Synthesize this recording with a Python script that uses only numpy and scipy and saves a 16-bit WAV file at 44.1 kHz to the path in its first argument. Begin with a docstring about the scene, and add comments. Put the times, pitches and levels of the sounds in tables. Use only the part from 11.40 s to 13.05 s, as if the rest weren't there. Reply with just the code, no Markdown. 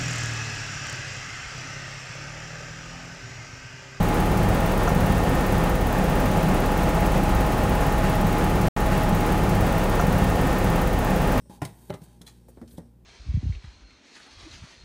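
"""A small tiled room: a hand lets go of the swing lid of a plastic bin. Rubbish thumps in, the lid
swings back and clatters on its frame, and the liner rustles and crackles. A few soft knocks, scuffs
and swishes follow, probably steps; a mains hum lies underneath. Each blow rings damped modes, with
noise bursts for rattle and crack. Friction is a stream of tiny slips with a faint ringing colour.
Blows and scrapes reflect off the tiles."""
import sys
import numpy as np
from scipy import signal
from scipy.fft import rfft, irfft, next_fast_len
from scipy.io import wavfile

SR = 44100
rng = np.random.default_rng(int(sys.argv[2]) if len(sys.argv) > 2 else 0)


def store_wav(level_fs):
    """Save 16-bit WAV to argv[1]."""
    pcm = np.round(np.clip(np.atleast_2d(level_fs), -1, 1) * 32767)
    wavfile.write(sys.argv[1], SR, pcm.T.astype(np.int16))


N = 72765
T = np.arange(N) / SR


def from_db(db):
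    """Decibels to gain."""
    return 10 ** (np.asarray(db) / 20)


def unit_rms(x):
    """Scale to rms 1."""
    return x / np.sqrt(np.mean(x ** 2) + 1e-20)


def envelope(points):
    """Gain over time from (time [s], level [dB]) points."""
    return from_db(np.interp(T, *np.transpose(points)))


def burst(start_s, rise_s, t60_s):
    """Linear attack, exponential release."""
    attack = np.clip((T - start_s) / rise_s, 0, 1)
    return attack * from_db(-60 * np.clip((T - start_s - rise_s) / t60_s, 0, 2))


def click(time_s):
    """Unit impulse."""
    return 1. * (np.arange(N) == int(time_s * SR))


def at_hz(points, hz):
    """Read a table on a log-frequency axis."""
    points_hz, values = np.transpose(points)
    return np.interp(np.log(np.maximum(hz, 1)), np.log(points_hz), values)


def colour(x, spectrum, tilt_db_per_oct=0):
    """Impose a spectrum and a tilt; rms 1."""
    size = next_fast_len(N)
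    hz = np.fft.rfftfreq(size, 1 / SR)
    gain_db = at_hz(spectrum, hz) + tilt_db_per_oct * np.log2(np.maximum(hz, spectrum[0][0]))
    return unit_rms(irfft(rfft(x, size) * from_db(gain_db), size)[:N])


def noise(spectrum):
    """Coloured noise; rms 1."""
    return colour(rng.standard_normal(N), spectrum)


def ring(x, hz, t60_s):
    """One mode: a unit click starts a decaying sine of height 1."""
    radius = from_db(-60 / (t60_s * SR))
    angle = 2 * np.pi * hz / SR
    return signal.lfilter([0, np.sin(angle)], [1, -2 * radius * np.cos(angle), radius ** 2], x + 1e-18)


def resonate(x, modes):
    """Drive modes of alternating polarity; rms 1."""
    ringing = sum(from_db(db) * ring(x, hz, t60_s) * (-1) ** k for k, (hz, t60_s, db) in enumerate(modes))
    return unit_rms(ringing)


def friction(slips_per_s=4800, spread_db=3, slip_share=0.87):
    """Tiny slips of uneven size over smooth noise."""
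    slips = (rng.random(N) < slips_per_s / SR) * rng.choice([-1, 1], N)
    sizes = from_db(spread_db * np.minimum(rng.exponential(1, N), 4))
    smooth = rng.standard_normal(N)
    return np.sqrt(slip_share) * unit_rms(slips * sizes) + np.sqrt(1 - slip_share) * smooth


def ripple(x, depth_db=4, spacing_hz=170.5):
    """A fine random spectral ripple that gives a faint ringing colour; rms 1."""
    size = next_fast_len(N)
    grid_hz = np.arange(400) * spacing_hz
    heights = np.clip(rng.standard_normal(len(grid_hz)), -2, 2)
    gain_db = depth_db * np.interp(np.fft.rfftfreq(size, 1 / SR), grid_hz, heights)
    return unit_rms(irfft(rfft(x, size) * from_db(gain_db), size)[:N])


# mains partials: (frequency [Hz], rms level [dB])
HUM_PARTIALS = [(59.2, -56), (118.4, -60), (177.6, -66), (236.9, -64.5), (296.1, -80.5), (360.7, -75.5)]
# room tone: (frequency [Hz], relative density [dB])
ROOM_TONE_SPECTRUM = [(25, 9), (55, -8), (90, -13), (150, 3.5), (230, -2), (300, -8), (480, -10),
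                      (700, -21.5), (1200, -29), (2500, -34), (6000, -40.5), (15000, -36)]
# hiss: (time [s], level [dB])
HISS_ENVELOPE = [(0, -70), (.08, -71.5), (.2, -77), (1.0, -79), (1.45, -77), (1.55, -93), (1.65, -97)]
# hiss: (frequency [Hz], relative density [dB])
HISS_SPECTRUM = [(3000, -69.5), (4500, -22), (5400, 8), (6800, -18), (8200, 6), (9400, 3), (10500, -10.5),
                 (15000, -14)]

def background(room_tone_db=-57.5):
    """Mains hum, room tone and a thin hiss."""
    hum = sum(np.sqrt(2) * from_db(db) * np.sin(2 * np.pi * (hz * T + rng.random()))
              for hz, db in HUM_PARTIALS)
    room_tone = from_db(room_tone_db) * noise(ROOM_TONE_SPECTRUM)
    hiss = envelope(HISS_ENVELOPE) * noise(HISS_SPECTRUM)
    return hum + room_tone + hiss


def tile_reverb(x, t60_s=0.51, wet_db=-18.5, delay_s=0.012, low_cut_hz=233):
    """Dense reflections off the tiles."""
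    tail = rng.standard_normal(N) * burst(delay_s, delay_s, t60_s)
    tail = signal.sosfilt(signal.butter(2, low_cut_hz, "high", fs=SR, output="sos"), tail)
    return from_db(wet_db) * signal.fftconvolve(x, tail / np.linalg.norm(tail))[:N]


# film swells: (peak time [s], Gaussian sigma [s], level [dB])
SWISH_SWELLS = [(0.137, 0.027, -73), (.45, 0.11, -64.5), (0.642, 0.0087, -60.5), (1.095, 0.01, -60.5),
                (1.327, 0.025, -60.5)]
# film: (frequency [Hz], relative density [dB])
SWISH_SPECTRUM = [(3000, -21), (6000, -11.5), (8500, 4.5), (11000, -0.5), (14000, 2.5), (15500, -4)]

def swishes():
    """Thin film brushes past, swelling and fading."""
    swells = sum(from_db(db) * np.exp(-.5 * ((T - peak_s) / sigma_s) ** 2)
                 for peak_s, sigma_s, db in SWISH_SWELLS)
    return swells * ripple(colour(friction(), SWISH_SPECTRUM))


# rubbing: (time [s], level [dB])
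RUB_ENVELOPE = [(0, -85), (.09, -79), (.108, -53.5), (.17, -60), (.205, -67), (.28, -59), (.35, -69),
                (.43, -66.5), (.49, -66), (.6, -67.5), (1.0, -78.5), (1.65, -83.5)]
# hollow resonances: (frequency [Hz], t60 [s], relative gain [dB])
RUB_MODES = [(817, 0.082, 2.5), (933, 0.087, -1.5), (1020, 0.092, -5)]

def hollow_rub():
    """Friction drives hollow resonances, probably the lid on its pivots."""
    return envelope(RUB_ENVELOPE) * resonate(friction(), RUB_MODES)


# liner and sleeve: (time [s], level [dB])
RUSTLE_ENVELOPE = [(0, -73), (.09, -73), (.114, -55.5), (.16, -55.5), (.203, -70.5), (.26, -49), (.33, -65),
                   (.42, -63), (.49, -61.5), (.55, -77), (.598, -69), (.642, -57), (.67, -63), (.76, -64.5),
                   (.795, -70), (.85, -63.5), (.91, -64.5), (.97, -65.5), (1.05, -73.5), (1.12, -67.5),
                   (1.26, -70), (1.332, -62), (1.36, -64), (1.42, -72), (1.54, -80), (1.65, -83)]
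# liner and sleeve: (frequency [Hz], relative density [dB])
RUSTLE_SPECTRUM = [(300, 14), (900, -1.5), (1250, 1.5), (1900, 2.5), (2700, -0.5), (3800, 6), (5000, -2.5),
                   (7000, -3), (9000, 3.5), (11500, -2), (15500, -8.5)]

def rustle():
    """Liner and sleeve crinkle in tiny slips."""
    return envelope(RUSTLE_ENVELOPE) * ripple(colour(friction(), RUSTLE_SPECTRUM))


# crack, then scrapes: (time [s], rise [s], t60 [s], level [dB], tilt [dB/octave], relative ring [dB])
CRACK_AND_SCRAPES = [(0.2175, 0.00091, 0.026, -42.5, 3.5, -17), (0.814, 0.0026, .06, -47.5, -0.2, -12.5),
                     (0.863, 0.0055, 0.1, -50.5, 0, 0), (0.873, 0.0058, 0.13, -49, -2.1, -4.5),
                     (1.275, 0.0027, 0.11, -58.5, -1, -15), (1.307, 0.0039, 0.076, -59, 0.5, -20),
                     (1.368, 0.014, 0.059, -54, 2.3, -7)]
# rasp: (frequency [Hz], relative density [dB])
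SCRAPE_SPECTRUM = [(400, -1), (880, -9), (1100, 0.5), (1900, 2.5), (2700, -4), (3700, 8.5), (4700, 1),
                   (5600, 4.5), (7000, 0), (9300, 4.5), (12000, -2.5), (15500, -9)]
# scraped plastic: (frequency [Hz], t60 [s], relative gain [dB])
SCRAPE_MODES = [(870, 0.15, 0), (1745, 0.034, -5), (3436, 0.029, 7), (3960, 0.027, 6.5), (5660, 0.03, -13),
                (9200, .012, -20)]

def crack_and_scrapes():
    """The sharp, bright crack of the first loud bin hit, then short scrapes and scuffs."""
    out = np.zeros(N)
    for start_s, rise_s, t60_s, db, tilt_db_per_oct, ring_db in CRACK_AND_SCRAPES:
        grains = friction()
        rasp = ripple(colour(grains, SCRAPE_SPECTRUM, tilt_db_per_oct))
        ringing = from_db(ring_db) * resonate(grains, SCRAPE_MODES)
        out += from_db(db) * burst(start_s, rise_s, t60_s) * (rasp + ringing)
    return out


# rattle decay: (frequency [Hz], base t60 [s])
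RATTLE_DECAY = [(200, 0.22), (1000, 0.13), (3000, 0.078), (12000, 0.024)]
# contact crack: (frequency [Hz], relative density [dB])
CRACK_SPECTRUM = [(500, -21), (2000, -2), (3800, 2), (5000, 1.5), (7000, 2), (9500, 2), (12000, -6.5),
                  (15500, -5)]

def struck(hits, modes, rattle_spectrum):
    """Each blow rings a body's low modes, a rattle of dense upper modes and a bright crack."""
    contact_s, crack_base_t60_s = 0.00026, 0.11
    snap_db, snap_tau_s = -24.5, 0.00083   # first instant of a blow
    rattle_tail_db, crack_tail_db = -2.5, -8.5
    out = np.zeros(N)
    for k, (hz, db, t60_s) in enumerate(modes):
        force = sum(click(time_s) * from_db(ring_db) / np.hypot(1, hz / corner_hz)
                    for time_s, ring_db, corner_hz, *_ in hits)
        polarity = (-1) ** (k // 3)
        out += polarity * ring(force * from_db(db), hz, t60_s)
    remainder = noise(rattle_spectrum)
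    crack_noise = ripple(noise(CRACK_SPECTRUM))
    bands = []
    for hz in 500 * 2 ** np.arange(5):   # higher octaves die sooner
        band = signal.sosfiltfilt(signal.butter(2, hz * np.sqrt(2), fs=SR, output="sos"), remainder)
        bands.append((band, at_hz(RATTLE_DECAY, hz)))
        remainder = remainder - band
    for time_s, _, _, rattle_db, crack_db, t60_scale, *_ in hits:
        snap = from_db(snap_db) * np.exp(-np.maximum(T - time_s, 0) / snap_tau_s)
        rattle = sum(band * burst(time_s, contact_s, t60_s * t60_scale) for band, t60_s in bands)
        crack = crack_noise * burst(time_s, contact_s, crack_base_t60_s * t60_scale)
        out += from_db(rattle_db) * (snap + from_db(rattle_tail_db)) * rattle
        out += from_db(crack_db) * (snap + from_db(crack_tail_db)) * crack
    return out


# bumps: (time [s], ring gain [dB], ring low-pass [Hz], rattle gain [dB], crack gain [dB],
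# rattle and crack t60 scale [x], thud frequency [Hz], thud level [dB])
FLOOR_HITS = [(0.057, -20, 1210, -64, -82, 0.78, 575, -59.5), (.097, -7.5, 1030, -52, -74, 2.2, 186, -37.5),
              (0.618, -15, 280, -49, -49, 0.56, 160.3, -35.5), (0.811, -18, 320, -53, -70, 2, 174, -39.5),
              (1.0845, -8, 1500, -53, -58, 1.2, 451.6, -46.5),
              (1.1721, -5.5, 696, -48.5, -70, 1.24, 259, -44),
              (1.215, -12.5, 345, -41, -53.5, 0.55, 239, -33.5), (1.2244, 0.5, 438, -60, -81, 3, 325, -37),
              (1.338, -9.5, 297, -68, -74, 1.1, 80.5, -44),
              (1.3811, 2, 2030, -45.5, -57, 1.56, 170.8, -30.5)]
# floor: (frequency [Hz], gain [dB], t60 [s])
FLOOR_MODES = [(83.6, -44.5, 0.27), (111.7, -53, 0.24), (235, -51, 0.73), (325, -47, 0.089),
               (446.7, -50, 0.18), (525, -43.5, 0.064), (615, -47.5, 0.077), (761, -49.5, 0.06),
               (850, -47.5, 0.043), (1027, -62, .09), (1876, -61, 0.12)]
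# dense floor modes: (frequency [Hz], relative density [dB])
FLOOR_RATTLE_SPECTRUM = [(150, 8), (400, 10), (900, 0), (1250, -4.5), (1950, -7), (2700, -24),
                         (4100, -14.5), (6000, -40), (15000, -18)]

def floor_knocks(thud_t60_s=0.1):
    """Soft bumps, probably steps, ring the floor, each with a hollow thud."""
    thuds = sum(from_db(db) * ring(click(time_s), hz, thud_t60_s) for time_s, *_, hz, db in FLOOR_HITS)
    return struck(FLOOR_HITS, FLOOR_MODES, FLOOR_RATTLE_SPECTRUM) + thuds


# lid blows: (time [s], ring gain [dB], ring low-pass [Hz], rattle gain [dB], crack gain [dB],
# rattle and crack t60 scale [x])
LID_HITS = [(.4975, -10, 1490, -40, -51, 0.65), (.5027, -3, 3020, -33.5, -40.5, 0.3),
            (.526, -17, 146, -43, -76, 1.1), (.5385, -7, 195, -41.5, -41, 0.84)]
# lid: (frequency [Hz], gain [dB], t60 [s])
LID_MODES = [(120.2, -23, 0.1), (164, -31, 0.14), (281, -36.5, 0.21), (325, -28.5, 0.023),
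             (389, -26.5, 0.073), (546, -26, 0.046), (608, -29, 0.11), (664, -49, 0.097),
             (788, -36.5, 0.08), (832, -33, .07), (853, -36, 0.19), (1200, -51, 0.33), (1355, -50, 0.16),
             (1930, -64, 0.25), (2058, -48, 0.27), (2999, -42.5, 0.081)]
# dense lid modes: (frequency [Hz], relative density [dB])
LID_RATTLE_SPECTRUM = [(150, -16), (400, 7.5), (620, -2), (850, 4), (1100, -1.5), (2050, -4.5),
                       (2600, -8.5), (3000, -9), (4000, -7.5), (6000, -29), (15000, -33)]

def lid_clatter():
    """The lid strikes its frame four times in quick succession."""
    return struck(LID_HITS, LID_MODES, LID_RATTLE_SPECTRUM)


# bin blows: (time [s], ring gain [dB], ring low-pass [Hz], rattle gain [dB], crack gain [dB],
# rattle and crack t60 scale [x])
BIN_HITS = [(.096, -38, 1046, -84, -50, 1.8), (.2175, -28, 2470, -30, -42, 0.13),
            (.2196, 1.5, 6000, -35.5, -37.5, 1.71), (.2505, -15.5, 1500, -38.5, -28, 0.41),
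            (.285, -18.5, 202, -65, -64, 0.81)]
# bin: (frequency [Hz], gain [dB], t60 [s])
BIN_MODES = [(84, -40, 0.12), (108, -32.5, 0.23), (132.4, -27.5, 0.16), (164.4, -29, 0.13),
             (196, -41, 0.36), (270.6, -31.5, 0.1), (312, -26.5, 0.066), (392, -35, 0.1),
             (598.7, -39.5, 0.11), (738, -36, .08), (748, -39.5, 0.077), (814, -41, 0.16),
             (1026, -31.5, 0.046), (1410, -41.5, 0.087), (1780, -47, 0.071), (1896, -43, 0.094),
             (1948, -37, 0.046)]
# dense bin modes: (frequency [Hz], relative density [dB])
BIN_RATTLE_SPECTRUM = [(150, -3), (330, -4), (480, -3.5), (740, 1), (1020, 1), (1220, -12), (1450, -8),
                       (1600, -7), (1930, 1.5), (2600, -8.5), (3800, -13), (6000, -44), (15000, -49)]

def bin_thumps():
    """Rubbish lands and rings the bin's plastic body."""
    return struck(BIN_HITS, BIN_MODES, BIN_RATTLE_SPECTRUM)


def scene():
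    """Mono mix; only blows and scrapes feed the reverb."""
    contacts = bin_thumps() + lid_clatter() + floor_knocks() + crack_and_scrapes()
    mix = contacts + tile_reverb(contacts) + rustle() + hollow_rub() + swishes() + background()
    return mix[None]


def record(dry):
    """The microphone loses the deep bass; a steep low-pass cuts the top."""
    low_cut_hz, high_cut_hz = 48, 15450
    thin = signal.sosfilt(signal.butter(3, low_cut_hz, "high", fs=SR, output="sos"), dry)
    return signal.sosfilt(signal.ellip(12, .1, 70, high_cut_hz, fs=SR, output="sos"), thin)


dry = scene()
out = record(dry)
store_wav(out)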